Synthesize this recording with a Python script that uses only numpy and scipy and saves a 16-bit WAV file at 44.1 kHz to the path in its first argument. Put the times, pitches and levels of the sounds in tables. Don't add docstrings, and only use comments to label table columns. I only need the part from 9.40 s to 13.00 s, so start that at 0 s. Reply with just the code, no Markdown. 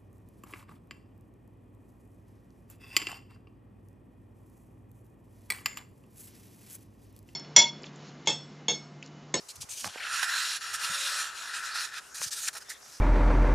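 import sys
import numpy as np
from scipy import signal
from scipy.fft import rfft, irfft
from scipy.io import wavfile

SR = 44100
rng = np.random.default_rng(int(sys.argv[2]) if len(sys.argv) > 2 else 0)


def elevation(decibels):
    levels = np.asarray(decibels, float)
    return 10 ** (levels / 20)


def unload_wav(signal):
    wavfile.write(
        sys.argv[1],
        SR,
        np.round(np.clip(np.atleast_2d(signal).T, -1, 1) * 32767).astype(np.int16),
    )


N = 158760
T = np.arange(N) / SR
HZ = np.fft.rfftfreq(N, 1 / SR) + 1

# time_s, friction_db, air_pocket_db (compared with the friction)
THUMB_STROKES = [
    [(.47, -42, -17), (.512, -48.5, -6), (.595, -48, 0), (.68, -42.5, 5.5), (.73, -36, 2), (.84, -34, 0),
     (.866, -38.5, 4), (1.0, -33.5, -2.5), (1.17, -36.5, -4)],
    [(1.195, -51, -3), (1.219, -41, -0.5), (1.32, -41, 0.5), (1.39, -42.5, 0), (1.435, -32.5, -2),
     (1.49, -35, -1), (1.65, -34, -5.5), (1.82, -35, -1.5), (1.93, -49, 5.5)],
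    [(1.975, -41, -4), (2.125, -45, 2), (2.158, -37, -1), (2.224, -45.5, 2.5), (2.256, -38, -1.5),
     (2.33, -47, 3.5)],
    [(2.358, -36, 0), (2.452, -38.5, -0.5), (2.51, -53, 5.5), (2.535, -49, 3.5), (2.542, -44, 0),
     (2.588, -40, -0.5), (2.604, -57, 1.5), (2.72, -66, -8)],
]
# pitch_hz, level_db (per Hz)
DRAG_COLOUR = [(1350, -11), (2300, 0), (4020, 2), (4950, -0.5), (5620, 2), (6240, -2.5), (7090, -3),
               (10100, -5), (15500, -26)]
# pitch_hz, width_hz, boost_db (negative is a
POCKET_DIPS_AND_PEAK = [(2200, 157, -10), (3020, 74, -10), (3870, 130, -1), (6080, 720, -1.5), (7070, 590, 3.5),
                        (8030, 430, -2)]
# pitch_hz, width_hz, level_db
POCKET_TONES = [(1320, 226, 2), (1707, 480, 4.5), (1946, 370, -5), (2640, 170, -1.5), (994, 1030, -9)]
# time_s, delay_ms
TABLE_ECHO = [
    (.5, 0.67),
    (1.0, 0.73),
    (2.6, 0.754),
]
# start_s, length_s, level_db, rise_db (over the slip), air_pocket_db (compared with the slip)
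CORNER_SLIPS = [(0.083, 0.04, -44, -4, -36), (.152, 0.018, -46.5, -3, -30), (0.204, 0.03, -39.5, 3, -35),
                (.228, .018, -46, -3, -30), (0.288, 0.077, -40, -6, -25), (0.358, 0.078, -39.5, 4.5, -21),
                (.43, 0.048, -38.5, 6, -18), (2.741, 0.073, -38, -5.5, -8.5), (2.806, 0.045, -32, 5, -12),
                (2.848, 0.048, -39.5, -2, -10), (2.877, .007, -35, -3, -20), (2.904, 0.046, -37, 6, -11),
                (2.949, 0.063, -36, 3.5, -11), (3.011, 0.075, -34, 0, -12.5), (3.074, .0135, -30, 15, -9),
                (3.091, .006, -40, -4, 0), (0.825, .011, -32, 1, -3), (0.837, 0.012, -34, -1, -4),
                (1.327, 0.039, -36, 7, -5), (3.406, 0.19, -54, 5, -7), (3.126, 0.021, -43, 2, -11),
                (3.146, 0.025, -44, 2, -5), (3.165, 0.025, -40, -7, -8), (3.201, 0.034, -50.5, 1, -3),
                (3.289, 0.039, -41, -6, -13), (3.325, .02, -50.5, -3, -8)]
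# pitch_hz, level_db (per Hz)
SLIP_COLOUR = [(1500, -67), (2300, -7.5), (3100, -8.5), (4000, -2), (6500, -1), (9000, -3), (11400, -8.5),
               (15500, -22.5)]
# start_s, length_s, level_db, pitch_hz, width_hz
RUSTLE_SWELLS = [(-.03, 0.077, -58.5, 5230, 2000), (0.429, 0.077, -47, 790, 600),
                 (0.475, 0.033, -50, 3000, 1800), (0.53, 0.03, -49, 2400, 1800),
                 (0.572, 0.02, -42, 2200, 1400), (0.597, 0.018, -38, 2000, 1500),
                 (0.614, 0.007, -40, 1800, 1200), (0.619, 0.029, -36.5, 2300, 1600),
                 (0.645, 0.048, -41.5, 2500, 1400), (0.695, 0.15, -42, 2670, 1000),
                 (1.31, 0.6, -59.5, 582, 138.9), (2.291, 0.18, -39.5, 4400, 900),
                 (2.558, 0.22, -60, 1450, 400), (2.684, 0.085, -54, 6300, 2200),
                 (2.58, .15, -59, 8500, 3500), (.52, .12, -54, 800, 700), (3.13, .07, -54, 750, 500),
                 (2.59, .13, -61, 2800, 500), (.6, .09, -56, 600, 500), (1.03, .16, -42, 4000, 500),
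                 (1.33, .04, -42, 5600, 500), (.43, .05, -48, 4200, 500), (.462, .018, -46, 8500, 2000),
                 (2.705, 0.054, -56, 1430, 400), (3.077, 0.016, -35.5, 1740, 500),
                 (3.075, .016, -38, 4100, 500), (3.07, 0.015, -38, 2380, 600), (3.002, .07, -41, 6700, 900),
                 (2.812, 0.05, -38, 6000, 1200), (3.207, 0.027, -51, 5130, 400),
                 (3.236, .16, -56, 3500, 600), (3.28, .04, -47, 5300, 800), (0.083, .035, -49, 4500, 1500),
                 (3.222, 0.18, -56.5, 1880, 700), (3.296, 0.032, -44, 1830, 463),
                 (3.405, 0.09, -55, 5600, 1800), (3.49, .12, -54, 5160, 1500)]
# start_s, peak_db, pitch_hz, spread_s (time over which the contacts scatter)
PAPER_TICKS = [(.4442, -21.5, 1360, 0.0055), (.459, -33, 890, 0.0089), (.475, -30.5, 1250, 0.00435),
               (.558, -33.5, 650, 0.00483), (.4655, -36, 1000, .003), (2.997, -30, 5000, .002),
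               (2.417, -32, 7000, .002), (2.538, -40, 6500, .002), (.8303, -17, 1700, 0.003),
               (.843, -23.5, 1800, .002), (3.0915, -31, 1800, 0.00206), (.2885, -43, 1500, .002),
               (0.23, -44.5, 950, .002), (3.412, -46, 1400, .002), (3.429, -47, 1100, .002),
               (3.462, -45, 1400, .003), (3.287, -43, 920, 0.0031), (2.816, -25.5, 1170, 0.002),
               (3.0858, -17.5, 3950, .002), (3.136, -41, 1700, 0.0051), (3.167, -31, 2200, .003)]
# start_s, length_s, level_db, pitch_hz
TABLE_THUDS = [(0.141, 0.11, -54.5, 85), (0.228, 0.028, -53, 120), (0.286, .07, -61.5, 90),
               (0.405, 0.12, -51, 150), (1.42, .05, -62, 140), (0.686, 0.12, -71, 102),
               (1.278, 0.15, -65.5, 80), (1.484, 0.055, -52, 111.1), (2, 0.055, -76, 110),
               (2.792, 0.047, -64, 110), (2.848, 0.036, -56, 102), (3.474, 0.042, -68, 80)]
# pitch_hz, side_db (compared with the middle)
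PAPER_WIDTH = [(500, -11), (1500, -13), (4000, -15.5), (12000, -21)]
# pitch_hz, level_db (per Hz)
ROOM_COLOUR = [(20, -19), (70, -4.5), (200, -9.5), (1200, -3), (3500, -14), (5700, -4), (11000, -12.5),
               (15500, -27)]


def rms_one(x):
    return x / np.sqrt(np.mean(x ** 2) + 1e-20)


def at_hz(points):
    hz, db = np.transpose(points)
    return np.interp(np.log(HZ), np.log(hz), db)


def drift(rate):
    r = np.exp(-80 * np.pi * rate / SR)
    noise = rng.standard_normal(N // 40 + 2002)
    slow = signal.lfilter([1], [1, -2 * r, r * r], noise)[2000:]
    return np.interp(np.arange(N) / 40, np.arange(len(slow)), rms_one(slow))


def resonate(x, hz, width_hz):
    r = np.exp(-np.pi * width_hz / SR)
    top = np.array([1, 0, -1]) * (1 - r * r) / 2
    return signal.lfilter(top, [1, -2 * r * np.cos(2 * np.pi * hz / SR), r * r], x + 1e-18)


def both_sides(side):
    return side * [[1], [-1]]


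def friction(flutter_db):
    grains_per_s, grain_spread_db, grain_db = 5000, 3, -8
    sizes = elevation(grain_spread_db * np.minimum(rng.exponential(1, N), 3)) * rng.choice([-1, 1], N)
    grains = rms_one(sizes * (rng.random(N) < grains_per_s / SR))
    flutter = elevation(flutter_db * (drift(13.6) + 1.8 * drift(53)))
    return (rng.standard_normal(N) + elevation(grain_db) * grains) * flutter


def patchy(x, colour_db, patchy_db, lift_db=0):
    spectrum = rfft(x) * elevation(colour_db)
    total = np.zeros(N)
    for hz in np.arange(1200, 16300, 600):
        strip = np.cos(np.pi / 2 * np.clip((HZ - hz) / 600, -1, 1)) ** 2
        swell = elevation(patchy_db * drift(7) + lift_db * hz / 10000)
        total += irfft(spectrum * strip, N) * swell
    return rms_one(total)


def pocket(x):
    tones = np.zeros(N)
    for k, (hz, width_hz, db) in enumerate(POCKET_TONES):
        ring = resonate(resonate(x, hz, width_hz), hz, width_hz)
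        tones += (-1) ** k * elevation(db + 1.7 * drift(5)) * ring
    return rms_one(signal.sosfilt(signal.butter(2, 600, "high", fs=SR, output="sos"), tones))


def drag():
    s, db, pocket_db = np.concatenate(THUMB_STROKES).T
    force_db = np.interp(T, s, db)
    fade_in = np.clip((T - s[0]) / 0.025, 0, 1)
    fade_out = np.clip((s[-1] - T) / 0.043, 0, 1)
    rub = friction(flutter_db=0.36)
    lag = np.interp(T, *np.transpose(TABLE_ECHO)) / 1000 * (1 + 0.035 * drift(2.7))
    echoed = rub + sum(0.24 ** k * np.interp(T - k * lag, T, rub) for k in range(1, 4))
    dips_and_peak = sum(boost / (1 + (2 * (HZ - hz) / w) ** 2) for hz, w, boost in POCKET_DIPS_AND_PEAK)
    brighter_db = 0.23 * (force_db + 33.5)
    hiss = patchy(echoed, at_hz(DRAG_COLOUR) + dips_and_peak, patchy_db=1.8, lift_db=brighter_db)
    hollow = elevation(np.interp(T, s, pocket_db)) * pocket(rub)
    return elevation(force_db) * fade_in * fade_out * (hiss + hollow)


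def slips():
    attack_s, release_s, arch_db = 0.0055, 0.0028, 6
    bright, low = np.zeros(N), np.zeros(N)
    for s, length, db, rise_db, pocket_db in CORNER_SLIPS:
        u = np.clip((T - s) / length, 0, 1)
        start = np.clip((T - s) / attack_s, 0, 1)
        stop = np.exp(-np.maximum(T - s - length, 0) / release_s)
        stroke = start * stop * elevation(db + rise_db * (u - .5) - arch_db * (2 * u - 1) ** 2)
        bright = np.hypot(bright, stroke)
        low = np.hypot(low, stroke * elevation(pocket_db))
    rub = friction(flutter_db=0.74)
    return bright * patchy(rub, at_hz(SLIP_COLOUR), patchy_db=2.5) + low * pocket(rub)


def rustle_swells():
    out, rub = np.zeros(N), friction(flutter_db=-0.5)
    for s, length, db, hz, width_hz in RUSTLE_SWELLS:
        span = (T > s) & (T < s + length)
        swell = np.sin(np.pi * (T[span] - s) / length)
        ring = resonate(resonate(rub[span], hz, width_hz), hz, width_hz)
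        out[span] += elevation(db) * swell * rms_one(ring)
    return out


def ticks():
    tones = [(0.84, 0, 0.97), (0.45, -7, -0.67), (1.23, 0.5, -1.17), (2.1, -3, 1.5)]
    out, luck = np.zeros(N), rng.random((len(PAPER_TICKS), 8))
    for (s, db, hz, spread), u in zip(PAPER_TICKS, luck):
        clicks = np.zeros(2000)
        clicks[0] = 1
        clicks[5 + (u[:4] * spread * SR).astype(int)] = 0.95 * (u[4:] - .5)
        snap = np.zeros(2000)
        for ratio, tone_db, strength in tones:
            ring = resonate(clicks, hz * ratio, hz * ratio / 3.0)
            snap += elevation(tone_db) * ring * strength / ratio
        i = int(s * SR)
        out[i:i + 2000] += elevation(db) * snap / np.abs(snap).max()
    return out


def thuds():
    out, white = np.zeros((2, N)), rng.standard_normal((2, N))
    for s, length, db, hz in TABLE_THUDS:
        i, n = int(s * SR), int(length * SR)
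        band = signal.butter(3, [hz / 1.9, hz * 1.62], "band", fs=SR, output="sos")
        low = signal.sosfilt(band, white[:, i - 4000:i + n])[:, 4000:]
        mid, side = rms_one(low) * np.hanning(n)
        out[:, i:i + n] += elevation(db) * (mid + elevation(-7) * both_sides(side))
    return out


def space(x):
    t = T[:SR // 4]
    tail = rng.standard_normal(len(t)) * elevation(-60 * t / 0.14) * (t > .003)
    echo = signal.fftconvolve(x, tail / np.sqrt(np.sum(tail ** 2)))[:N]
    side = irfft(rfft(x * drift(40)) * elevation(at_hz(PAPER_WIDTH)), N)
    return x + elevation(-21) * echo + both_sides(side)


def room():
    tone = rms_one(irfft(rfft(rng.standard_normal((2, N))) * elevation(at_hz(ROOM_COLOUR)), N))
    bass = signal.sosfilt(signal.butter(2, 130, fs=SR, output="sos"), tone)
    mid, side = tone + bass * (elevation(1.25 * drift(16)) - 1)
    side_colour = [(40, -14), (150, -3.5), (400, 2), (3000, -1), (12000, -12.5)]  # pitch_hz, level_db
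    side = irfft(rfft(side) * elevation(at_hz(side_colour)), N)
    hum = elevation(-73.5) * np.sin(2 * np.pi * 400 * T)
    return elevation(-56) * (mid + elevation(-2) * both_sides(side)) + hum


def scene():
    paper = drag() + slips() + rustle_swells() + ticks()
    return space(paper) + thuds() + room()


def top_cut(x):
    return signal.sosfilt(signal.butter(12, 15760, fs=SR, output="sos"), x)


def record(dry):
    cut = signal.cheby2(20, 60, 15880, fs=SR, output="sos")
    mix = signal.sosfilt(cut, dry)
    return top_cut(mix)


dry = scene()
out = record(dry)
unload_wav(out)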